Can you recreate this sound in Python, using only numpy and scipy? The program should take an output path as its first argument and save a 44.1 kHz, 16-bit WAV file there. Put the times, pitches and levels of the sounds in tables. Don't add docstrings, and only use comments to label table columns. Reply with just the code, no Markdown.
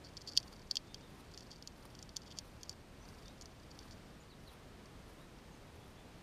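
import sys
import numpy as np
from scipy import signal
from scipy.fft import rfft, irfft
from scipy.io import wavfile

SR = 44100
rng = np.random.default_rng(int(sys.argv[2]) if len(sys.argv) > 2 else 0)


def persist_wave(psi):
    counts = np.round(np.clip(psi, -1, 1) * 32767).astype(np.int16)
    wavfile.write(sys.argv[1], SR, np.atleast_2d(counts).T)


N = 274593
TIME = np.arange(N) / SR


def from_db(db):
    return 10 ** (np.asarray(db) / 20)


def rms_one(x):
    return x / np.sqrt(np.mean(x ** 2) + 1e-20)


def with_energy(rows, db):
    return rows * (from_db(db) / np.linalg.norm(rows, axis=1))[:, None]


def drift(rate):
    points = rng.standard_normal(N // 20)
    return rms_one(np.interp(TIME * rate, np.arange(len(points)), points))


def noise(spectrum):
    hz, db = np.transpose(spectrum)
    bins = np.maximum(np.fft.rfftfreq(N, 1 / SR), 1)
    gain = from_db(np.interp(np.log(bins), np.log(hz), db))
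    return rms_one(irfft(rfft(rng.standard_normal(N)) * gain, N))


def ring(clicks, hz, width_hz):
    decay, turn = np.exp(-np.pi * width_hz / SR), 2 * np.pi * hz / SR
    return signal.lfilter([0, np.sin(turn)], [1, -2 * decay * np.cos(turn), decay ** 2], clicks + 1e-18)


def arch(middle_s, length_s):
    start = max(int((middle_s - length_s / 2) * SR), 0)
    end = max(int((middle_s + length_s / 2) * SR), 0)
    return slice(start, end), np.cos(np.pi * (TIME[start:end] - middle_s) / length_s)


# frequency in Hz, relative level in dB.
YARD_SPECTRUM = [(12, -34), (20, -4), (49, -2), (129, -4.5), (213, -7), (238, -8), (333, -10.5), (549, -14),
                 (649, -15.5), (1010, -18.5), (1130, -19.5), (4550, -28.5), (12100, -41.5), (13900, -41.5),
                 (15500, -53)]
def background(level_db=-56, sway_db=0.54, whine_db=-84):
    whine = rms_one(ring(rng.standard_normal(N), hz=8700, width_hz=450))
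    rumble = from_db(level_db + sway_db * drift(4.18)) * noise(YARD_SPECTRUM)
    return rumble + from_db(whine_db) * whine


# pitch in Hz, width in Hz, relative level in dB.
SHELL_TONES = [(2940, 300, -24), (3285, 210, -8.5), (3530, 140, -15.5), (4640, 190, 5.5), (5020, 320, -0.5),
               (5340, 470, -31), (5570, 110, -12.5), (6030, 115, -12), (6400, 240, -11.5), (6900, 210, -11),
               (7300, 410, -28), (8280, 220, -23.5), (9370, 380, -20.5), (10470, 360, -22.5),
               (11400, 280, -25.5), (12600, 400, -26), (14000, 900, -29)]
def shell(force, low_hz, high_hz, scatter_db):
    rings = sum(from_db(db + scatter_db * rng.standard_normal((len(force), 1))) * ring(force, hz, width)
                for hz, width, db in SHELL_TONES if low_hz < hz < high_hz)
    return signal.sosfilt(signal.butter(3, [low_hz, high_hz], "band", fs=SR, output="sos"), rings)


# lower edge in Hz, upper edge in Hz.
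PITCH_RANGES = [(2650, 3900), (4100, 5600), (5400, 7800), (7800, 15000)]
def range_gains(shares_db, hollow_db, bright_db, top_share=0.87):
    lifts_db = [hollow_db, 0, bright_db, top_share * bright_db]
    return [from_db(share + lift) for share, lift in zip(shares_db, lifts_db)]


# time in seconds, relative level in dB.
NIBBLE_EFFORT = [(0.0, -72), (0.14, -70), (0.18, -56), (0.42, -59.5), (0.69, -64), (0.8, -76), (0.9, -64),
                 (1.22, -79), (1.37, -58.5), (1.7, -68), (2.05, -67), (2.5, -82), (2.66, -60), (2.84, -85),
                 (3.15, -66.5), (3.76, -64), (4.05, -76), (6.23, -86)]
def nibbles(strokes_per_s=24, stroke_s=0.018, unevenness=0.25, spread_db=4, hollow_db=-5, bright_db=1):
    timing, strength = rng.standard_normal((N // 1000, 2)).T
    times = np.cumsum(np.exp(unevenness * timing)) / strokes_per_s
    levels = np.interp(times, *np.transpose(NIBBLE_EFFORT)) + spread_db * np.clip(strength, -2, 2)
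    return [(middle, stroke_s, db, hollow_db, bright_db) for middle, db in zip(times, levels)]


SCRAPE_MIX_DB = [-10, 0.5, -6, -20]
# middle and length in seconds, then relative level,
# hollowness and brightness in dB.
TOOTH_DRAGS = [(0.06, 0.047, -56.5, -5, -11), (0.286, 0.053, -50.5, -8, -3.5), (1.527, 0.039, -58, 3, 0),
               (2.226, 0.026, -56, 0, -2), (2.274, 0.034, -61, 7.5, 2.5), (2.317, 0.029, -58, 11.5, 2),
               (2.378, 0.035, -59, 5, 4), (3.925, 0.033, -60, -2, 0)]
def scrapes(level_db=-2.0, slips_per_s=900):
    slips = (rng.random((1, N)) < slips_per_s / SR) * rng.standard_normal((1, N))
    rings = np.array([rms_one(shell(slips, *edges, scatter_db=0)[0]) for edges in PITCH_RANGES])
    out = np.zeros(N)
    for middle, length, db, hollow_db, bright_db in list(TOOTH_DRAGS) + nibbles():
        part, pressure = arch(middle, length)
        gains = range_gains(SCRAPE_MIX_DB, hollow_db, bright_db)
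        out[part] += from_db(level_db + db) * pressure * np.dot(gains, rings[:, part])
    return out


SNAP_MIX_DB = [-10.5, 0, -4.5, -17.5]
# time in seconds, then relative level, hollowness and brightness in dB.
SHELL_CRACKS = [(0.169, -37.5, -4, -9), (0.175, -41, -6, -14), (0.278, -41, -4, -6), (0.2902, -37, -9, -8),
                (0.334, -44, -6, -8), (0.367, -32.5, 4.5, -4), (0.3744, -13.5, -0.5, -5.5),
                (0.4012, -46, -12, -1), (0.429, -50, 8, 1), (0.536, -48.5, -12, -18),
                (0.7114, -22, -8, -8.5), (0.7558, -32, 6, 2), (0.769, -23.5, 5, -7.5),
                (0.9441, -37.5, 5, -2.5), (1.345, -47, 2, -10), (1.376, -41, 0, 0), (1.407, -49, 0, 4),
                (1.6246, -44.5, 0, 0), (1.6741, -38, 0, 2), (1.951, -53, 10.5, 6), (1.9903, -46.5, 0, 0),
                (2.0268, -46.5, 2, 8.5), (2.0919, -46.5, 0, -4), (2.1624, -40.5, -1, -2),
                (2.1669, -32, 2.5, 5.5), (2.387, -33, 0.5, 3.5), (2.632, -42, 3, 6.5),
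                (2.6943, -34, -7, 2.5), (2.7276, -50.5, -7, -3), (3.088, -51, -6, -1), (3.2812, -50, 6, 4),
                (3.4117, -46.5, -1, 6), (3.4214, -50.5, 2, 9.5), (3.457, -45, -5, 0.5), (3.79, -45.5, 5, 3),
                (3.91, -49, 2, -1), (4.8572, -54.5, -4, 1)]
def snaps(level_db=15, strain_db=-26, strain_s=0.0015, crumble_db=-17, crumble_s=0.0032,
          crumbs_per_s=9000, knock_db=-29):
    times, db, hollow_db, bright_db = np.transpose(SHELL_CRACKS)
    steps = np.arange(-(SR // 100), SR // 40)
    from_click_s = np.abs(steps) / SR
    draws = rng.random((len(times), 2, len(steps)))
    crumbs = (draws[:, 0] < crumbs_per_s / SR) * np.sign(draws[:, 1] - .5)
    build_up = from_db(strain_db) * np.exp(-from_click_s / strain_s)
    spray = from_db(crumble_db) * np.exp(-from_click_s / crumble_s)
    force = crumbs * np.where(steps < 0, build_up, spray)
    force[:, steps == 0] = 1
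    knock = ring(np.diff(force, prepend=0), hz=1900, width_hz=800)
    sounds = with_energy(knock, level_db + db + knock_db)
    for edges, gain in zip(PITCH_RANGES, range_gains(SNAP_MIX_DB, hollow_db, bright_db)):
        ringing = with_energy(shell(force, *edges, scatter_db=2.0), level_db + db)
        sounds += np.reshape(gain, (-1, 1)) * ringing
    where = np.round(times * SR).astype(int)[:, None] + steps
    return np.bincount(where.ravel(), sounds.ravel(), N)[:N]


# frequency in Hz, relative level in dB.
HISS_SPECTRUM = [(300, -9), (750, 14), (1200, 15.5), (1600, 5), (3000, 3.5), (6000, 0), (7800, -11),
                 (9100, 1.5), (11000, 0), (13600, -4), (15000, -9)]
def hiss(first_peak_s=0.486, period_s=0.668, length_s=0.19, level_db=-71.5, flicker_db=5.0):
    from_peak_s = np.abs((TIME - first_peak_s + period_s / 2) % period_s - period_s / 2)
    swell = np.exp(-(2 * from_peak_s / length_s) ** 4)
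    return from_db(level_db + flicker_db * drift(110)) * swell * noise(HISS_SPECTRUM)


# middle and length in seconds, pitch in Hz, glide in octaves
# per second, relative level in dB.
BIRD_CHIRPS = [(0.905, 0.11, 3590, 0.3, -71), (1.045, 0.085, 3620, -0.3, -72), (3.027, 0.076, 5960, 1, -72),
               (3.28, 0.082, 3690, 2, -68), (4.214, 0.035, 6970, 2, -70), (4.317, 0.065, 4040, -9.5, -66),
               (4.486, 0.06, 3810, -12.5, -63), (5.212, 0.11, 3750, 2, -71), (5.545, 0.06, 6400, -3, -75),
               (5.83, 0.099, 3420, 0.5, -73), (5.996, 0.074, 3500, 1, -70)]
def birds(level_db=-1.0, waver_share=0.018, flutter_db=3.0):
    waver = 1 + waver_share * drift(450)
    flutter = from_db(flutter_db * drift(250))
    out = np.zeros(N)
    for middle, length, pitch_hz, glide, db in BIRD_CHIRPS:
        part, swell = arch(middle, length)
        hz = pitch_hz * 2 ** (glide * (TIME[part] - middle)) * waver[part]
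        tone = np.sqrt(2) * np.sin(2 * np.pi * np.cumsum(hz) / SR)
        out[part] += from_db(db + level_db) * swell * flutter[part] * tone
    return out


def echo(x, fade_s, level_db, rise_s=0.0017):
    age = np.arange(SR // 2) / SR
    tail = rng.standard_normal(len(age)) * from_db(-60 * age / fade_s) * (1 - np.exp(-age / rise_s))
    return from_db(level_db) * signal.fftconvolve(x, tail / np.linalg.norm(tail))[:N]


def scene():
    teeth, song = snaps() + scrapes(), birds()
    near = teeth + echo(teeth, fade_s=0.061, level_db=-25)
    far = song + echo(song, fade_s=0.19, level_db=-6.5) + background()
    return (near + far + hiss())[None]


def record(dry, cutoff_hz=15400):
    return signal.sosfilt(signal.ellip(10, .1, 80, cutoff_hz, fs=SR, output="sos"), dry)


dry = scene()
out = record(dry)
persist_wave(out)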